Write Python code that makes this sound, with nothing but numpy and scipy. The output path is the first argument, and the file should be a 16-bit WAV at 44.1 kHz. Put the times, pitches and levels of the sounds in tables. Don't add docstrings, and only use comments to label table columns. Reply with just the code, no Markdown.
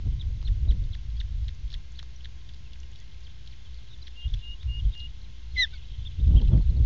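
import sys
import numpy as np
from scipy import signal
from scipy.fft import rfft, irfft, next_fast_len
from scipy.io import wavfile
from scipy.ndimage import uniform_filter1d

SR = 44100
rng = np.random.default_rng(int(sys.argv[2]) if len(sys.argv) > 2 else 0)


def level_to_linear(level):
    exponent = np.asarray(level, float) / 20
    return 10 ** exponent


def wav_out(sig):
    wavfile.write(sys.argv[1], SR, np.round(np.clip(np.atleast_2d(sig).T, -1, 1) * 32767).astype(np.int16))


N = 302495

# (pitch [Hz], wander [Hz], level [dB])
DRONE = [
    (59.5, 2.0, -45.5),
    (120, 9.0, -63),
    (215, 4.0, -74),
    (330, 4.0, -79),
]


def rms_one(x):
    return x / np.sqrt(np.mean(x ** 2) + 1e-20)


def in_time(rows):
    s, *columns = np.transpose(rows)
    return [np.interp(np.arange(N) / SR, s, c) for c in columns]


def at_hz(points, hz):
    known_hz, known_db = np.transpose(points)
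    return np.interp(np.log(hz), np.log(known_hz), known_db)


def drift(rate):
    r = np.exp(-80 * np.pi * rate / SR)
    slow = signal.lfilter([1], [1, -2 * r, r * r], rng.standard_normal(N // 40 + 2002))[2000:]
    return np.interp(np.arange(N) / 40, np.arange(len(slow)), rms_one(slow))


def coloured(spectrum):
    size = next_fast_len(N)
    hz = np.maximum(np.arange(size // 2 + 1) * SR / size, 1)
    white = rfft(rng.standard_normal(size))
    return rms_one(irfft(white * level_to_linear(at_hz(spectrum, hz)), size)[:N])


def resonance(x, hz, width_hz):
    r = np.exp(-np.pi * width_hz / SR)
    zeros = np.array([1, 0, -1]) * (1 - r * r) / 2
    return signal.lfilter(zeros, [1, -2 * r * np.cos(2 * np.pi * hz / SR), r * r], x)


def steep_resonance(x, hz, width_hz):
    return resonance(resonance(x, hz, width_hz), hz, width_hz)


def add(out, s, sound):
    i = round(s * SR)
    out[i:i + len(sound)] += sound[:N - i]


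def tone(hz, db, multiple=1):
    return np.sqrt(2) * level_to_linear(db) * np.sin(2 * np.pi * multiple * np.cumsum(hz) / SR)


def soft_ends(size, fade_s):
    t = np.arange(size) / SR
    return np.clip(np.minimum(t, t[::-1]) / fade_s, 0, 1)


def swell_db(t, s, fade_ms):
    rise_share, roundness = 0.79, 1.5
    late = (t - s) * 1000 / max(fade_ms, 12)
    return -10 * np.maximum(late, -late / rise_share) ** roundness


def gusts():
    # (peak [s], rumble [dB], time to fade 10 dB [ms], rustle over rumble [dB], sway [Hz])
    gust_peaks = [(0.07, -17.5, 21, -27, 66.3), (.108, -21.5, 41, -19, 56.25),
                  (0.259, -27.5, 48, -23, 42.8), (0.307, -26.5, 63.5, -22, 54.4),
                  (0.507, -20.5, 49, -30, 44.78), (0.57, -40, 47.5, -28, 59.25),
                  (0.631, -23, 58.5, -22.5, 72.7), (0.694, -14.5, 42, -12.5, 61.65),
                  (0.82, -24, 54, -18, 40.04), (0.948, -36, 94, -40, 52.97), (1.104, -32, 100, -19, 50.98),
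                  (1.209, -29.5, 99, -28, 41.17), (1.355, -27, 48, -32, 42.03),
                  (1.427, -27, 93.5, -27.5, 56.2), (1.548, -39, 77, -21, 35.35),
                  (1.647, -29.5, 35, -29.0, 50.75), (1.763, -30.5, 46, -37, 32.76),
                  (4.27, -21.5, 33.5, -26, 49.66), (4.338, -21, 27, -25.5, 39.86),
                  (4.385, -28, 25, -35, 34.8), (4.51, -33, 47, -32, 47.77), (4.687, -24.5, 60, -28, 65.23),
                  (4.779, -30.5, 61, -20, 52.3), (4.856, -16.5, 49.5, -29, 49.67),
                  (5.07, -37.5, 99, -21, 52.5), (5.287, -41, 59, -32, 54.65),
                  (5.554, -30, 38.5, -12, 54.65), (5.73, -37.5, 48, -33, 48.5),
                  (5.905, -35.5, 102, -20, 45.1), (6.005, -28.5, 34, -33, 57.2),
                  (6.064, -32.5, 44, -18, 38.7), (6.195, -29.5, 34, -21, 75.4),
                  (6.238, -18, 42, -28, 50.43), (6.288, -14.5, 75, -16, 58.76), (6.36, -9.5, 29, -9, 66.2),
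                  (6.428, -24.5, 102, -9.5, 48.67), (6.473, -19.5, 108.5, -21, 49.6),
                  (6.535, -14.5, 62.5, -3, 57.54), (6.585, -21.5, 97, -22, 45.72),
                  (6.697, -15.5, 43, -26, 54.5), (6.811, -17, 94.5, -11, 62.4)]
    # (peak [s], level [dB], time to fade 10 dB [ms])
    bursts = [(.06, -44, 34), (.115, -45.5, 41), (.5, -48, 35), (.672, -34.5, 35.5), (.735, -39.5, 50),
              (.83, -44.5, 35), (1.37, -57, 59), (4.78, -49, 32), (4.855, -42, 40), (6.21, -36.5, 33),
              (6.302, -31, 42), (6.345, -24.5, 36), (6.42, -28, 29), (6.51, -27.5, 38.5), (6.56, -28.5, 45),
              (6.71, -36, 30.5), (6.77, -31, 35), (6.835, -36, 38)]
    # (time [s], rumble [dB])
    breeze = [(0, -32), (.9, -30.5), (1.0, -41), (1.5, -39), (1.9, -44), (2.6, -43), (3.5, -44.5),
              (4.0, -43.5), (4.2, -48), (5.1, -42.5), (5.35, -44), (5.8, -43), (6.17, -37), (6.25, -40.5),
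              (6.86, -28)]
    sway_db, eddy_db, gust_rustle_db, breeze_rustle_db = -1.5, -6, -6, -18.5
    sag_per_s = 3.0
    t = np.arange(N) / SR
    breeze_db, = in_time(breeze)
    rumble_power = level_to_linear(breeze_db) ** 2
    rustle_power = level_to_linear(breeze_db + breeze_rustle_db) ** 2
    sway, wobble = np.zeros(N), np.exp(.1 * drift(11.97))
    for s, db, fade_ms, rustle_db, hz in gust_peaks:
        near = slice(max(0, round((s - .3) * SR)), round((s + .4) * SR))
        level_db = db + swell_db(t[near], s, 0.88 * fade_ms)
        sway_hz = hz * np.exp(-sag_per_s * (t[near] - s)) * wobble[near]
        sway[near] += tone(sway_hz, level_db + sway_db)
        rumble_power[near] += level_to_linear(level_db + eddy_db) ** 2
        rustle_power[near] += level_to_linear(level_db + rustle_db + gust_rustle_db) ** 2
    for s, db, fade_ms in bursts:
        rustle_power += level_to_linear(db + swell_db(t, s, fade_ms)) ** 2
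    return sway, np.sqrt(rumble_power), np.sqrt(rustle_power)


def wind():
    # (frequency [Hz], density [dB per Hz])
    thump_spectrum = [(11, -49), (20, 4), (43, -5.5), (65, -6), (110, -9.5), (160, -29), (260, -65),
                      (440, -120)]
    # (frequency [Hz], density [dB per Hz])
    rustle_spectrum = [(60, -32), (110, 9), (160, 8.5), (220, -2.5), (300, -7.5), (530, -19.5), (800, -32),
                       (1300, -41), (2000, -51.5), (4000, -73)]
    sway, rumble, rustle_gain = gusts()
    hum_power = level_to_linear(DRONE[0][2]) ** 2
    gust = np.sqrt(np.maximum(rumble ** 2 - hum_power, .2 * rumble ** 2))
    low_cut = signal.butter(2, 32, "high", fs=SR, output="sos")
    thump = signal.sosfilt(low_cut, coloured(thump_spectrum))
    thump = thump / (uniform_filter1d(thump ** 2, size=3500) + 1e-3) ** .3
    rustle = coloured(rustle_spectrum) * level_to_linear(2.2 * drift(22))
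    push = sway + gust * rms_one(thump) + rustle_gain * level_to_linear(-1.5) * rms_one(rustle)
    bend = push ** 2 - uniform_filter1d(push ** 2, size=2000)
    return .5 * np.tanh((push + 0.39 * bend) / .5)


def background():
    # (frequency [Hz], density [dB])
    air = [(88, -28.5), (150, -8), (261, -11.5), (328, -12), (619, -17), (945, -18), (1040, -19.5),
           (1310, -18.5), (1570, -17), (1940, -16), (3370, -13), (6460, -21), (7360, -27.5), (9570, -64),
           (16200, -120)]
    # (pitch [Hz], level [dB])
    whine = [(1050, -80), (1588, -81), (2099, -77), (2132, -82), (3822, -82), (4172, -82), (4231, -82),
             (4517, -82), (5211, -82), (5905, -85), (6605, -85)]
    out = level_to_linear(-61) * coloured(air)
    for hz, wander_hz, db in DRONE:
        out = out + tone(hz + wander_hz * drift(5), db + 2.8 * drift(7))
    for hz, db in whine:
        out = out + tone(hz + 3.0 * drift(4), db + 1.2 * drift(3))
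    return out


def twitter():
    # (time [s], level [dB])
    flock = [(0.0, -63), (2.39, -66), (2.71, -65), (3.36, -61), (4.07, -61), (4.42, -55.5), (4.77, -69),
             (4.85, -56.5), (5.22, -61), (5.52, -62.5), (5.73, -53.5), (6.21, -56.5), (6.32, -56),
             (6.86, -62.5)]
    chips_per_s = 130
    level_db, = in_time(flock)
    draws, chips = rng.random((N // 64, 5)), np.zeros(N)
    for k in np.flatnonzero(draws[:, 0] < chips_per_s * 64 / SR):
        pitch, bend, length, size = draws[k, 1:]
        u = np.linspace(-1, 1, round((0.0012 + 0.0074 * length) * SR))
        hz = 2600 + 1500 * pitch - 450 * u * (1.3 * bend - .4)
        add(chips, k * 64 / SR, tone(hz, 9 * size) * (1 - u ** 2))
    blur = steep_resonance(rng.standard_normal(N), 3280, 1000) * level_to_linear(3.0 * drift(30))
    return level_to_linear(level_db - 4) * rms_one(rms_one(blur) + level_to_linear(-3) * rms_one(chips))


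def crackle():
    twigs_per_s = 22
    sizes = level_to_linear(4.5 * np.minimum(rng.exponential(1, N), 3)) * (rng.random(N) < twigs_per_s / SR)
    bright = rng.random(N) < .35
    dull_snaps = resonance(sizes * ~bright, 3400, 1300)
    bright_snaps = resonance(sizes * bright, 5600, 2500)
    return level_to_linear(-61.0) * (dull_snaps + .6 * bright_snaps)


def flicks():
    # (time [s], peak [dB], centre [Hz], decay [ms])
    eddies = [(.058, -27.5, 134, 13.6), (.058, -62, 850, 4.5), (.106, -63, 510, 8), (.122, -52, 300, 5.5),
              (.303, -54, 400, 5.5), (.675, -51, 500, 8), (.75, -55, 800, 4), (.82, -53, 452, 8),
              (6.208, -51, 498, 5.8), (6.302, -26, 140, 8), (6.306, -55, 890, 10), (6.338, -48, 750, 3.1),
              (6.352, -28, 140, 11), (6.356, -54, 1050, 7.8), (6.37, -44, 550, 11),
              (6.417, -45.5, 845, 7.9), (6.487, -48, 850, 5), (6.511, -47.5, 905, 12),
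              (6.512, -22, 125, 11), (6.533, -51, 1095, 3.5), (6.556, -43.5, 650, 12),
              (6.575, -49.5, 1700, 4), (6.604, -51, 700, 5), (6.725, -49.5, 453, 8)]
    out, t = np.zeros(N), np.arange(3000) / SR
    for s, db, hz, decay_ms in eddies:
        late = 1000 * t / decay_ms
        puff = rng.standard_normal(len(t)) * late * np.exp(-2 * late)
        flick = steep_resonance(puff, hz, 0.45 * hz)
        add(out, s, flick / np.max(np.abs(flick)) * level_to_linear(db))
    return out


def peeps():
    # (top of the arch [s], top to end [s], top [Hz], arch [dB], dive [dB])
    calls = [(0.204, 0.025, 3900, -47.5, -51), (.460, .031, 4220, -46, -45.5),
             (0.694, .033, 3950, -44.5, -43.5), (.930, 0.025, 4130, -52.5, -40),
             (1.182, 0.0355, 5000, -49.5, -42), (1.461, .033, 5420, -61, -42),
             (1.718, 0.036, 5500, -46, -40), (1.972, .032, 4550, -53.5, -40),
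             (2.221, .039, 5520, -56, -41.5), (2.474, 0.0265, 5270, -88, -48.5),
             (2.973, 0.033, 5600, -50, -64), (3.492, 0.05, 5370, -56, -55.5),
             (3.761, .045, 4700, -55.5, -62), (4.047, 0.037, 5800, -49, -41.5),
             (4.318, .031, 5510, -57.5, -41.5), (4.620, .015, 3800, -52.5, -43.5),
             (4.933, 0.023, 3760, -50, -50)]
    overtones_db = [-1, -4, -6]
    # (frequency [Hz], gain [dB])
    beak = [(1200, -26), (1550, -11), (1950, -6), (2500, -19), (3050, -4), (3450, 0), (4200, -5),
            (5000, -20), (6000, -19), (7200, -32)]
    climb_s, climb_s_per_octave, low_top_hz = .0095, .022, 3900
    end_hz, rise_hz, dive_bend, landing_hz = 1323, 378.3, 2.3, 587
    half_db, flutter_db, jitter, rasp_db = -17, 3, .035, -9
    out, shake, flutter = np.zeros(N), drift(170), drift(150)
    rasp = rms_one(steep_resonance(rng.standard_normal(N), 3600, 2200))
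    for top_s, fall, top_hz, arch_db, dive_db in calls:
        climb = climb_s + climb_s_per_octave * np.log2(top_hz / low_top_hz)
        s = top_s - climb
        t = np.arange(round((climb + fall) * SR)) / SR - climb
        now = slice(round(s * SR), round(s * SR) + len(t))
        down = np.clip(t / fall, 0, 1)
        hz = top_hz - rise_hz * climb / climb_s * np.clip(-t / climb, 0, 1) ** 2
        hz = hz - (top_hz - end_hz + landing_hz) * down ** dive_bend
        hz = end_hz + landing_hz * np.logaddexp(0, (hz - end_hz) / landing_hz)
        hz = hz * (1 + jitter * down * shake[now])
        push = np.minimum(np.interp(hz, [3900, 4500], [1, 0]), np.interp(down, [.25, .6], [0, 1]))
        effort_db = arch_db + push * (dive_db - arch_db) + flutter_db * (.6 + .4 * down) * flutter[now]
        voice = np.zeros(len(t))
        for k, db in enumerate(overtones_db, 1):
            voice += tone(hz, effort_db + db + at_hz(beak, k * hz), k)
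        strain = np.interp(down, [.45, .65, .85], [0, 1, 0])
        voice += strain * (tone(hz, effort_db + half_db, .5) + level_to_linear(effort_db + rasp_db) * rasp[now])
        add(out, s, voice * soft_ends(len(t), .003))
    return out


def notes():
    # (start [s], length [s], top [Hz], depth [Hz], level [dB])
    arches = [(1.166, 0.023, 3370, 280, -56), (2.365, 0.045, 3290, 60, -62.5), (2.98, 0.052, 1906, 60, -71),
              (4.432, 0.026, 3930, 400, -60), (4.506, 0.022, 3830, 450, -59.5),
              (4.700, 0.081, 4560, 45, -71), (4.774, .031, 4820, 20, -69.5), (5.501, 0.034, 4290, 130, -61),
              (5.727, 0.024, 1510, 40, -56), (6.049, 0.032, 3620, 608, -44),
              (6.193, 0.019, 3700, 900, -57.5), (6.358, 0.045, 3235, 620, -45.5),
              (6.609, 0.02, 4370, 600, -61), (6.694, .016, 4250, 550, -56), (6.76, 0.02, 4400, 800, -58),
              (6.838, 0.017, 4400, 750, -61)]
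    # (start [s], length [s], first [Hz],
    # last [Hz], level [dB])
    slides = [(2.205, 0.0073, 3600, 2620, -50.5), (2.644, 0.042, 2880, 2500, -62.5),
              (3.646, 0.031, 3556, 3000, -55.5), (3.873, 0.05, 4000, 3800, -65),
              (4.016, .009, 4800, 4550, -53), (4.022, 0.012, 4140, 3900, -49.5),
              (4.028, 0.005, 4900, 5550, -60), (4.153, 0.018, 3310, 2890, -58),
              (4.205, 0.070, 3120, 3300, -54), (4.277, 0.0068, 3800, 3370, -52),
              (4.296, 0.011, 3900, 3260, -54), (4.338, 0.005, 3540, 3280, -37),
              (4.788, 0.025, 3734, 3000, -52), (4.846, 0.016, 3340, 2960, -57),
              (5.725, .036, 3820, 3450, -54), (6.517, 0.032, 3545, 3075, -55),
              (6.745, .05, 3900, 3830, -64.5), (6.624, 0.0075, 4400, 3800, -61),
              (6.415, 0.0077, 3200, 3350, -44.5), (.908, 0.012, 3200, 3830, -63),
              (1.946, 0.017, 3500, 4200, -60), (3.008, 0.022, 3600, 3100, -61.5),
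              (3.236, 0.027, 5400, 3370, -58), (3.266, 0.009, 3450, 3000, -49.5),
              (3.273, 0.01, 2700, 1304, -60.5), (3.508, 0.013, 4860, 3830, -60),
              (3.528, .01, 3200, 1710, -57), (4.459, 0.022, 3900, 3200, -65),
              (4.596, .02, 3100, 3680, -55.5), (4.628, .016, 3800, 3650, -59),
              (5.214, 0.008, 3830, 4480, -53), (5.241, .012, 4300, 3530, -60),
              (6.398, 0.0069, 2480, 1210, -59), (4.196, .016, 3900, 3470, -60),
              (1.446, .02, 4720, 5300, -66), (1.990, 0.0069, 4190, 3840, -46),
              (3.005, .02, 2180, 1950, -62.5),
              (.208, .015, 3800, 3050, -44.5), (.470, .010, 3750, 3500, -46),
               (0.93, 0.011, 4000, 2900, -46.5), (1.166, .01, 3900, 4700, -63),
               (1.200, 0.011, 3850, 3330, -40.5), (1.488, .008, 4100, 3400, -54),
               (1.7, 0.02, 3700, 5300, -65), (1.73, 0.0063, 4280, 3850, -51),
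               (2.16, 0.0068, 5800, 5700, -55), (4.342, 0.0053, 6000, 5500, -55),
               (5, .009, 4500, 3200, -47.5), (4.079, .007, 6000, 5000, -55), (2.498, .005, 3700, 3300, -55),
               (.222, .012, 3300, 1600, -63)]
    # (start [s], length [s], first [Hz], last [Hz], level [dB])
    hooks = [
        (3.907, 0.0206, 3530, 4070, -54.5),
        (3.923, 0.031, 3900, 3200, -51.5),
        (5.665, 0.013, 2040, 1940, -51),
        (5.724, 0.067, 2300, 2000, -58.5),
        (5.75, 0.019, 4700, 4000, -53),
    ]

    def arch(v, top, depth):
        return top - depth * (2 * v - 1) ** 2

    def slide(v, first, last):
        return first + (last - first) * v

    def hook(v, first, last):
        return first + (last - first) * v ** 1.8

    out, flutter = np.zeros(N), level_to_linear(2.0 * drift(90))
    for rows, shape in [(arches, arch), (slides, slide), (hooks, hook)]:
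        for s, length, *pitch, db in rows:
            v = np.linspace(0, 1, round(length * SR))
            swell = (1 - (2 * v - 1) ** 2) ** 0.85
            add(out, s, tone(shape(v, *pitch), db) * swell)
    return out * flutter


def ticks():
    # (time [s], peak [dB], centre [Hz], decay [ms])
    twigs = [(.838, -45.5, 3600, 3.8), (.983, -50.5, 2980, 13), (1.444, -44, 3300, 1.9),
             (1.678, -47, 3280, 2.2), (1.702, -41.5, 3300, 3.1), (1.718, -39, 3400, 1.8),
             (1.92, -45.5, 6000, 0.5), (2.536, -46.5, 3900, 2.8), (2.545, -44, 4170, 1),
             (2.7325, -41.5, 3383, 2.0), (2.802, -41.5, 5870, 0.46), (2.832, -41.5, 2820, 1.8),
             (2.916, -44.5, 6100, 0.43), (2.957, -44.5, 3180, 3.3), (3.001, -43, 5840, 0.56),
             (3.474, -39.5, 3670, 2.5), (3.744, -45, 3515, 1.44), (4.29, -47.5, 3384, 2.1),
             (4.951, -58.5, 4520, 1.2), (4.976, -50, 4700, 4.0), (4.995, -49, 4307, 9.3),
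             (6.046, -61, 4130, 1.5), (6.266, -55.5, 3950, 1.3), (6.277, -43.5, 3520, 1.7),
             (6.414, -39.5, 3380, 3.0), (6.472, -43.5, 2970, 12), (0.415, -45.5, 2800, 2.4),
             (1.1, -49, 3380, 4), (2.447, -52.5, 3800, 1.7), (2.57, -53, 5300, 0.85),
             (2.721, -48, 3000, 2.0), (2.756, -50, 1900, 2.8), (2.933, -47, 3200, 3.3),
             (3.144, -50, 2800, 1.9), (3.172, -61, 3800, 4.0), (3.206, -50, 6200, 0.38),
             (3.461, -48.5, 4250, 1.6), (5.001, -43, 3600, 2.0), (5.009, -46.5, 3600, 4.0),
             (5.265, -55, 1700, 2.0), (6.351, -62, 1600, 1.5), (6.415, -47, 4000, 5.5),
             (6.48, -46, 3910, 6.7), (6.672, -51, 3200, 5.1), (1.549, -48.5, 5630, .4),
             (3.268, -52, 3300, 2.9)]
    # (time [s], peak [dB], centre [Hz], decay [ms], low knock [dB])
    taps = [
        (.4275, -43.5, 4000, 0.6, -39),
        (1.727, -39, 3700, 4.0, -46.5),
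        (1.992, -46.5, 4320, 1.6, -44),
        (2.028, -40, 3800, 2.0, -41),
        (5.738, -39, 3300, 3.0, -63),
        (6.576, -46, 3630, 0.81, -54.5),
    ]
    twig_knock_db, knock_hz, knock_width_hz = -70, 1320, 910
    width_share, width_hz_ms, rise_share = 0.34, 450, 0.077
    out, t = np.zeros(N), np.arange(1200) / SR
    rows = [(*row, twig_knock_db) for row in twigs] + list(taps)
    for s, db, hz, decay_ms, knock_db in rows:
        rise = np.minimum(1000 * t / (rise_share * decay_ms), 1)
        puff = rng.standard_normal(len(t)) * np.exp(-1000 * t / decay_ms) * rise
        snap = steep_resonance(puff, hz, width_share * hz + width_hz_ms / decay_ms)
        knock = resonance(puff, knock_hz, knock_width_hz)
        snap = snap / np.max(np.abs(snap)) * level_to_linear(db)
        knock = knock / np.max(np.abs(knock)) * level_to_linear(knock_db)
        add(out, s, snap + knock)
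    return out


def whistles():
    # (start [s], length [s], first [Hz], last [Hz], level [dB])
    calls = [
        (4.157, 0.12, 2790, 2850, -45),
        (4.412, 0.14, 2815, 2867, -44),
        (4.672, .14, 2816, 2866, -43.5),
        (4.936, 0.14, 2820, 2860, -43),
    ]
    attack_s, swell_s, release_s = 0.023, 0.082, 0.011
    edge_db, soft_db, waver_hz = -19.5, -3, 6.2
    out, waver_db, t = np.zeros(N), 0.46 * drift(40), np.arange(N) / SR
    for s, length, first_hz, last_hz, db in calls:
        steps = s + np.array([0, attack_s, swell_s, length - release_s, length])
        level_db = db + np.interp(t, steps, [edge_db, soft_db, 0, -1.2, edge_db])
        pitch = np.interp(t, [s, s + length], [first_hz, last_hz]) + waver_hz * waver_db
        out += tone(pitch, level_db + waver_db) * (t > s) * (t < s + length)
    return out


def chirp():
    # (time [s], pitch [Hz], level [dB], beak opening as second partial over first [dB])
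    curve = [
        (5.558, 2230, -51, -38),
        (5.568, 2078, -32.5, -29),
        (5.574, 2024, -31.5, -16),
        (5.581, 2001, -27, -5.5),
        (5.604, 2026, -20, -7),
        (5.615, 1980, -26, 1),
        (5.635, 1864, -28.5, 6),
        (5.649, 1732, -33.5, 2),
        (5.656, 1510, -51, -4),
    ]
    third_db, third_opens, third_effort = -17.5, 1.34, 0.54
    rasp_db, rasp_spread_s, halo_db = -20.5, 0.06, -11.5
    hz, first_db, open_db = in_time(curve)
    third_level_db = first_db + third_db + third_opens * open_db + third_effort * (first_db - first_db.max())
    voice = tone(hz, first_db) + tone(hz, first_db + open_db, 2) + tone(hz, third_level_db, 3)
    air = rng.standard_normal(N)
    rasp = rms_one(steep_resonance(air, 3350, 980))
    rasp = rasp + level_to_linear(halo_db) * rms_one(steep_resonance(air[::-1], 5200, 1600))
    t = np.arange(N) / SR
    on = (t > curve[0][0]) * (t < curve[-1][0])
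    breath_power = uniform_filter1d(on * level_to_linear(first_db + rasp_db) ** 2, size=round(rasp_spread_s * SR))
    return voice * on + rasp * np.sqrt(np.abs(breath_power))


def roof(x):
    return x + level_to_linear(-17) * np.roll(x, round(.0062 * SR)) + level_to_linear(-31.0) * np.roll(x, round(0.019 * SR))


def scene():
    nest = roof(peeps() + notes() + chirp() + whistles() + ticks() + crackle())
    return (nest + twitter() + wind() + background() + flicks())[None]


def roll_off(x):
    return signal.sosfilt(signal.butter(12, 7510, fs=SR, output="sos"), x)


def record(dry):
    top_cut = signal.cheby2(10, 45, 7870 + 500, fs=SR, output="sos")
    mix = signal.sosfilt(top_cut, dry) - .0114
    return roll_off(mix)


dry = scene()
out = record(dry)
wav_out(out)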